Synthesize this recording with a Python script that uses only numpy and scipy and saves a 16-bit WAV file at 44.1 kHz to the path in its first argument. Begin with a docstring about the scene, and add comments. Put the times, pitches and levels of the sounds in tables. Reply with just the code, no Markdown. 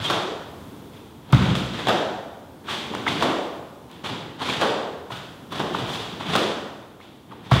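"""Empty wooden hall: a karateka runs through a form, barefoot, a few metres away.
His heavy cotton suit rustles as cloth slides over cloth and cracks taut at the end of each strike.
His soles stick and slip on the varnish in short chirps; two stamps boom in the sprung floor.
The hall rings for over a second above a low room noise."""
import sys
import numpy as np
from scipy import signal
from scipy.fft import rfft, irfft
from scipy.io import wavfile
from scipy.ndimage import uniform_filter1d

SR = 44100
rng = np.random.default_rng(int(sys.argv[2]) if len(sys.argv) > 2 else 0)


def dump_mix(stems):
    """Bounce the given channels to the path in sys.argv[1] as a 16-bit WAV at rate SR."""
    frames = np.atleast_2d(stems).T  # one column per channel
    limited = np.clip(frames, -1, 1)  # hard clip at full scale
    pcm = np.round(limited * 32767).astype(np.int16)
    wavfile.write(sys.argv[1], SR, pcm)


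N = 335160
T = np.arange(N) / SR

# Levels are relative, ahead of the mix gains.
# spectral shapes of room noise, reflections, sole slap, sliding cloth, taut cloth: f/Hz, level/dB
ROOM_SPECTRUM = [(25, 9.5), (50, -5), (85, 2.5), (300, 2.5), (650, -9.5), (900, -8), (1900, -21.5),
                 (3300, -24.5), (5000, -28), (8000, -30), (15500, -31)]
HALL_SPECTRUM = [(60, -20.5), (150, -3.5), (450, 0.5), (1200, -5), (3500, -2), (8000, -3), (15000, -4)]
SLAP_SPECTRUM = [(60, -23), (450, -2), (900, 4), (1400, 7), (1800, -1.5), (3500, -5.5), (5000, -13.5),
                 (8000, -27), (15500, -34)]
RUSTLE_SPECTRUM = [(40, -26), (100, 6), (300, 7), (550, 0.5), (1000, 4.5), (2000, -2.5), (3500, -2.5),
                   (5000, -13), (8000, -20), (15500, -35.5)]
SNAP_SPECTRUM = [(40, -26), (100, -15.5), (200, -5), (400, -1), (620, -1), (900, -2), (1400, -0.5),
                 (2200, -14), (3400, -11.5), (5000, -21), (8000, -29), (15500, -41.5)]
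# reverberation time: f/Hz, T60/s
HALL_DECAY = [(80, 0.71), (200, 0.93), (550, 1.27), (1400, 1.095), (3500, 0.83), (7000, 0.92),
              (14000, 0.28)]
# far-wall echoes: delay/s, level/dB
FAR_ECHOES = [(0.081, -16.5), (0.117, -21), (0.168, -11), (0.302, -24)]
# sprung-floor modes at pitch factor 1: f/Hz, level/dB, T60/s
FLOOR_MODES = [(65.8, -18, 0.99), (85.7, -9.5, 0.32), (125.4, -8.5, 0.56), (139.2, 2.5, 0.19),
               (191.2, -11, 0.61), (242.3, -14.5, 0.22), (289, -16.5, 0.15)]
# feet landing: t/s, thud/dB, slap/dB, pitch factor of the spot, hardness/(dB/oct)
LANDINGS = [(0.001, -28.5, -27.5, .8, 8), (1.329, -4, -15, 1.02, -1), (1.3452, -10.5, -38, 0.97, 3.5),
            (2.903, -32.5, -46, 1.53, 15), (3.091, -33, -34, 1.2, 0), (4.111, -33, -58, 0.88, 15.5),
            (5.119, -34, -26, 0.95, 7), (5.595, -30, -45, 1.05, 8), (5.818, -27, -41, 0.9, 2),
            (6.126, -33, -34.5, 1.36, 4), (6.285, -24, -29, 1.23, -5), (7.5184, -6.5, -14.5, .93, -3)]
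# soles skidding: t/s, start f/Hz, length/s, level/dB
SOLE_SKIDS = [(0.039, 3245, 0.042, -27.5), (.068, 3650, .03, -32), (1.3266, 1260, 0.0092, -12.5),
              (2.681, 1430, .014, -26.5), (2.935, 1120, 0.0089, -23.5), (3.0636, 1375, 0.012, -15.5),
              (3.0774, 2190, 0.0051, -12.5), (3.083, 3500, 0.0058, -26), (4.404, 1151, 0.035, -24),
              (4.485, 1400, 0.0089, -23), (4.499, 2520, 0.0049, -19.5), (5.102, 1210, 0.0118, -26.5),
              (5.52, 1370, 0.0048, -26.5), (5.7457, 1316, 0.0079, -15.5), (5.898, 1120, 0.007, -25),
              (6.207, 1250, 0.006, -25), (7.001, 1290, 0.0057, -39), (7.009, 2220, 0.0096, -44),
              (7.307, 1200, 0.0404, -37.5), (7.513, 1165, 0.011, -9.5)]
# moves dragging cloth over cloth: t/s, length/s, level/dB, tilt/(dB/oct)
BODY_MOVES = [(0.0, 0.12, -28, 1.25), (.929, 0.027, -43.5, -1.2), (1.38, 0.12, -25, -1.3),
              (1.548, 0.023, -33, 3), (1.727, 0.065, -29, -0.3), (2.638, 0.03, -39.5, -2),
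              (2.667, 0.087, -26.5, 1), (2.918, 0.06, -33, -1), (3.052, 0.07, -25, 0),
              (3.873, 0.096, -43.5, -1.5), (4.033, 0.053, -29, 0.1), (4.382, .16, -25.5, 0.4),
              (5.083, 0.093, -46.5, 4.5), (5.503, 0.078, -29, -.5), (5.719, 0.074, -27, 0),
              (5.862, 0.078, -31, 2.5), (5.97, 0.052, -41.5, 0), (6.192, 0.056, -31, -1),
              (6.264, 0.14, -28, 0), (6.99, 0.067, -50, 0.5), (7.278, 0.081, -40.5, -3.5),
              (7.4, 0.17, -49.5, 1), (7.519, 0.042, -20, -0.2)]
# folds pulled tight: t/s, level/dB, tilt/(dB/oct)
FOLD_TUGS = [(1.3247, -26.5, 7), (1.347, -20, 1), (1.553, -18.5, 0.5), (1.871, -11.5, -2), (2.95, -18, 0.5),
             (3.213, -18, -6), (3.914, -38.5, 6.5), (4.04, -23, -8.5), (5.523, -39, 11), (5.593, -29, -5),
             (6.337, -20, -5), (7.513, -23, 3.5), (7.53, -18, 0)]
# limb locking: t/s, swish/dB, crack/dB, crack f/Hz, hem/dB, flap/dB, flap f/Hz, flap decay/s
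LIMB_STRIKES = [(0.0997, -39, -15.5, 825, -20, -22, 410, 0.046),
                (1.885, -21.5, -15, 585, -27, -15, 623, 0.023),
                (3.2245, -19.5, -13, 910, -25, -21.5, 590, 0.053),
                (4.6132, -29, -17.5, 503, -37, -17, 565, 0.041),
                (5.595, -46, -26, 400, -42, -20, 385, 0.014),
                (6.353, -27, -11, 550, -14.5, -23.5, 364, .03)]


def undb(db):
    """Decibels to gain."""
    return 10 ** (np.asarray(db) / 20)


def unit(x):
    """Scale to rms 1."""
    return x / np.sqrt(np.mean(x ** 2) + 1e-18)


def lookup(table, hz):
    """Read a table on a log-frequency axis."""
    table_hz, value = np.transpose(table)
    return np.interp(np.log(np.maximum(hz, 1)), np.log(table_hz), value)


def add(out, at_s, x):
    """Mix x into out."""
    i = max(int(at_s * SR), 0)
    out[i:i + len(x)] += x[:max(N - i, 0)]


def lag(x, tau_s):
    """One-pole smoothing."""
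    pole = np.exp(-1 / (tau_s * SR))
    return signal.lfilter([1 - pole], [1, -pole], x)


def wander(rate_hz):
    """Random drift, spread near 1."""
    knots = rng.standard_normal(N // 10)
    return np.interp(T * rate_hz, np.arange(len(knots)), knots)


def colour(x, spectrum, tilt_db_oct=0, taps=2048):
    """Minimum-phase filter of unit energy with a tilted spectrum."""
    hz = np.maximum(np.fft.rfftfreq(taps, 1 / SR), 20)
    cepstrum = irfft(np.log(undb(lookup(spectrum, hz) + tilt_db_oct * np.log2(hz))))
    cepstrum[1:taps // 2] *= 2
    cepstrum[taps // 2 + 1:] = 0
    response = irfft(np.exp(rfft(cepstrum)))
    return signal.fftconvolve(x, response / np.linalg.norm(response))[:len(x)]


def impulses(n, rate_hz, spread_db):
    """Random clicks at rms 1, a few much larger than the rest."""
    sizes = undb(spread_db * np.minimum(rng.exponential(size=n), 4))
    return unit((rng.random(n) < rate_hz / SR) * sizes * rng.choice([-1, 1], n))


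def burst(spectrum, decay_s, tilt_db_oct=0, n=8192):
    """Coloured noise decaying from about rms 1."""
    x = colour(rng.standard_normal(n) * np.exp(-T[:n] / decay_s), spectrum, tilt_db_oct)
    return x / np.linalg.norm(x) * np.sqrt(decay_s * SR / 2)


def room_noise(level_db=-44.0, waver_db=2.8):
    """Low, slowly wavering rush with a thin hiss."""
    gain = undb(level_db - waver_db * wander(rate_hz=1.555))
    return gain * colour(rng.standard_normal(N), ROOM_SPECTRUM)


def hall_reverb(x, build_s=0.019):
    """Energy builds between the walls and drains, band by band; countless paths blur it to noise."""
    edges_hz = np.geomspace(58, 16000, 25)
    out = np.zeros(N)
    for low_hz, high_hz in zip(edges_hz, edges_hz[1:]):
        band = signal.butter(3, [low_hz, high_hz], "band", fs=SR, output="sos")
        hz = np.sqrt(low_hz * high_hz)
        t60_s = lookup(HALL_DECAY, hz)
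        power = signal.sosfilt(band, x + 1e-9 * rng.standard_normal(N)) ** 2
        stored = t60_s * lag(lag(power, build_s), t60_s / (2 * np.log(1000)))
        noise = unit(signal.sosfilt(band, rng.standard_normal(N)))
        out += undb(lookup(HALL_SPECTRUM, hz)) * np.sqrt(stored) * noise
    return out


def near_walls(x, first_s=0.012, decay_s=0.13):
    """A constant pattern of early reflections gives the hollow colour."""
    t = T[:SR // 2]
    paths = impulses(len(t), rate_hz=1500, spread_db=4) * (t > first_s) * np.exp(-t / decay_s)
    paths = colour(paths, HALL_SPECTRUM)
    return signal.fftconvolve(x, paths / np.linalg.norm(paths))[:N]


def sole_chirps(grip_hz=1350, glide_oct=-0.77, scatter_oct=0.41):
    """Skin sticks and slips on varnish; pitch falls as the foot slows."""
    out = np.zeros(N)
    for at_s, start_hz, length_s, db in SOLE_SKIDS:
        progress = np.linspace(0, 1, int(length_s * SR))
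        jitter = unit(uniform_filter1d(rng.standard_normal(SR // 10), size=12))[:len(progress)]
        slack = min(grip_hz / start_hz, 1) ** 1.8  # tight grip steadies the high squeaks
        hz = start_hz * 2 ** (glide_oct * slack ** 2 * progress + scatter_oct * slack * jitter)
        tone = np.sqrt(2) * np.sin(2 * np.pi * np.cumsum(hz) / SR)
        add(out, at_s, undb(db) * np.sin(np.pi * progress) * tone)
    return out


def footfalls(push_s=0.0024, slap_s=0.016, radiate_hz=66):
    """Body weight rings the boards, a hard heel favouring high modes; the sole slaps the varnish."""
    thuds, slaps = np.zeros(N), np.zeros(N)
    t = T[:SR // 2]
    push = 1 - np.exp(-t / push_s)
    pivot_hz = FLOOR_MODES[2][0]
    for at_s, thud_db, slap_db, pitch_factor, hardness_db_oct in LANDINGS:
        for hz, db, t60_s in FLOOR_MODES:
            gain = undb(thud_db + db + hardness_db_oct * np.log2(hz / pivot_hz))
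            ring = np.exp(-np.log(1000) * t / t60_s) * np.sin(2 * np.pi * hz * pitch_factor * t)
            add(thuds, at_s, gain * ring * push)
        add(slaps, at_s, undb(slap_db) * burst(SLAP_SPECTRUM, slap_s))
    # boards much smaller than the wavelength radiate poorly
    radiation = signal.butter(2, radiate_hz, "high", fs=SR, output="sos")
    return signal.sosfilt(radiation, thuds), slaps


def cloth_rustle(rise_share=0.31, fade_s=0.021, settle_s=0.14, flutter_db=2.5):
    """Sliding fabric buckles in tiny clicks; folds catch and slip; level follows speed."""
    creases = impulses(N, rate_hz=5000, spread_db=2.5)
    grain = unit(creases * undb(flutter_db * wander(rate_hz=91)))
    out, t = np.zeros(N), T[:SR * 3 // 4]

    def slide(at_s, speed, db, tilt_db_oct):
        """Cloth slides over cloth."""
        piece = grain[int(at_s * SR):][:len(t)]
        add(out, at_s, undb(db) * colour(piece * speed[:len(piece)], RUSTLE_SPECTRUM, tilt_db_oct))

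    def swing(stop_s, db, grow_s, tilt_db_oct):
        """A limb accelerates, then stops dead."""
        start_s = max(stop_s - t[-1] / 2, 0)
        late_s = start_s + t - stop_s
        slide(start_s, np.exp(np.minimum(late_s / grow_s, -late_s / fade_s)), db, tilt_db_oct)

    for at_s, length_s, db, tilt_db_oct in BODY_MOVES:
        rise = np.minimum(t / (rise_share * length_s), 1) ** 1.2
        fall = np.exp(-np.maximum(t - length_s, 0) / fade_s)
        slide(at_s, rise * fall, db, tilt_db_oct)
        settle = np.minimum(t / fade_s, 1) * np.exp(-t / settle_s)
        slide(at_s + length_s, settle, db - 7.5, tilt_db_oct - 1.5)  # loose cloth swings on
    for at_s, swish_db, *_ in LIMB_STRIKES:
        swing(at_s, swish_db, grow_s=0.02, tilt_db_oct=-0.41)
    for at_s, thud_db, *_ in LANDINGS:
        swing(at_s, thud_db - 30.5, grow_s=0.045, tilt_db_oct=-3)  # trouser leg
    return out


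def snap(panel_hz, decay_s, tilt_db_oct, panel_db=2.5, width_oct=0.61):
    """A cloth panel whips taut and pops at a broad pitch."""
    hz = np.geomspace(40, 16000, 100)
    peak_db = panel_db * np.exp(-(np.log2(hz / panel_hz) / width_oct) ** 2)
    return burst(np.c_[hz, lookup(SNAP_SPECTRUM, hz) + peak_db], decay_s, tilt_db_oct)


def cloth_cracks(jacket_db=-27):
    """Sleeve or trouser leg cracks and flaps, the hem ticks, the jacket whumps; tugged folds pop once."""
    out = np.zeros(N)
    for at_s, _, crack_db, crack_hz, hem_db, flap_db, flap_hz, flap_s in LIMB_STRIKES:
        crack = snap(crack_hz, decay_s=0.0048, tilt_db_oct=1, panel_db=5.5)
        flap = snap(flap_hz, flap_s, tilt_db_oct=-1.3, panel_db=6)
        hem = snap(panel_hz=2400, decay_s=0.0014, tilt_db_oct=3.7)
        jacket = snap(panel_hz=260, decay_s=0.022, tilt_db_oct=-2.5)
        add(out, at_s, undb(crack_db) * crack)
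        add(out, at_s + 0.005, undb(flap_db) * flap)
        add(out, at_s + 0.009, undb(hem_db) * hem)
        add(out, at_s + 0.016, undb(jacket_db) * jacket)
    for at_s, db, tilt_db_oct in FOLD_TUGS:
        add(out, at_s, undb(db) * snap(panel_hz=790, decay_s=0.0016, tilt_db_oct=tilt_db_oct))
    return out


def scene(whump_db=-2, whump_hz=450):
    """Mono mix: direct sound, far-wall echoes of booms and whumps, near walls, reverb, room noise."""
    rustle, cracks, chirps = cloth_rustle(), cloth_cracks(), sole_chirps()
    thuds, slaps = footfalls()
    out = undb(-3.5) * rustle + undb(0.5) * cracks + undb(-3.0) * chirps + undb(-5.0) * slaps + thuds
    whumps = undb(whump_db) * signal.lfilter(*signal.iirpeak(whump_hz, 2, fs=SR), cracks)
    for delay_s, db in FAR_ECHOES:
        add(out, delay_s, undb(db) * (thuds + whumps))
    send = undb(-0.42) * rustle + undb(3.0) * cracks + undb(-9.5) * chirps + undb(1.0) * slaps
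    out += undb(-14.0) * near_walls(send)
    out += hall_reverb(send + undb(-0.5) * thuds)
    return (out + room_noise())[None]


def record(dry, presence_hz=3420, width_hz=600, low_cut_hz=56, high_cut_hz=15750):
    """Microphone chain: 6 dB presence peak, bass cut, soft clip on the stamps, top cut."""
    presence = signal.iirpeak(presence_hz, presence_hz / width_hz, fs=SR)
    bright = dry + signal.lfilter(*presence, dry)
    lean = signal.sosfilt(signal.butter(4, low_cut_hz, "high", fs=SR, output="sos"), bright)
    rounded = lean / (1 + lean ** 8) ** (1 / 8)
    return signal.sosfilt(signal.ellip(12, 0.1, 80, high_cut_hz, fs=SR, output="sos"), rounded)


dry = scene()
out = record(dry)
dump_mix(out)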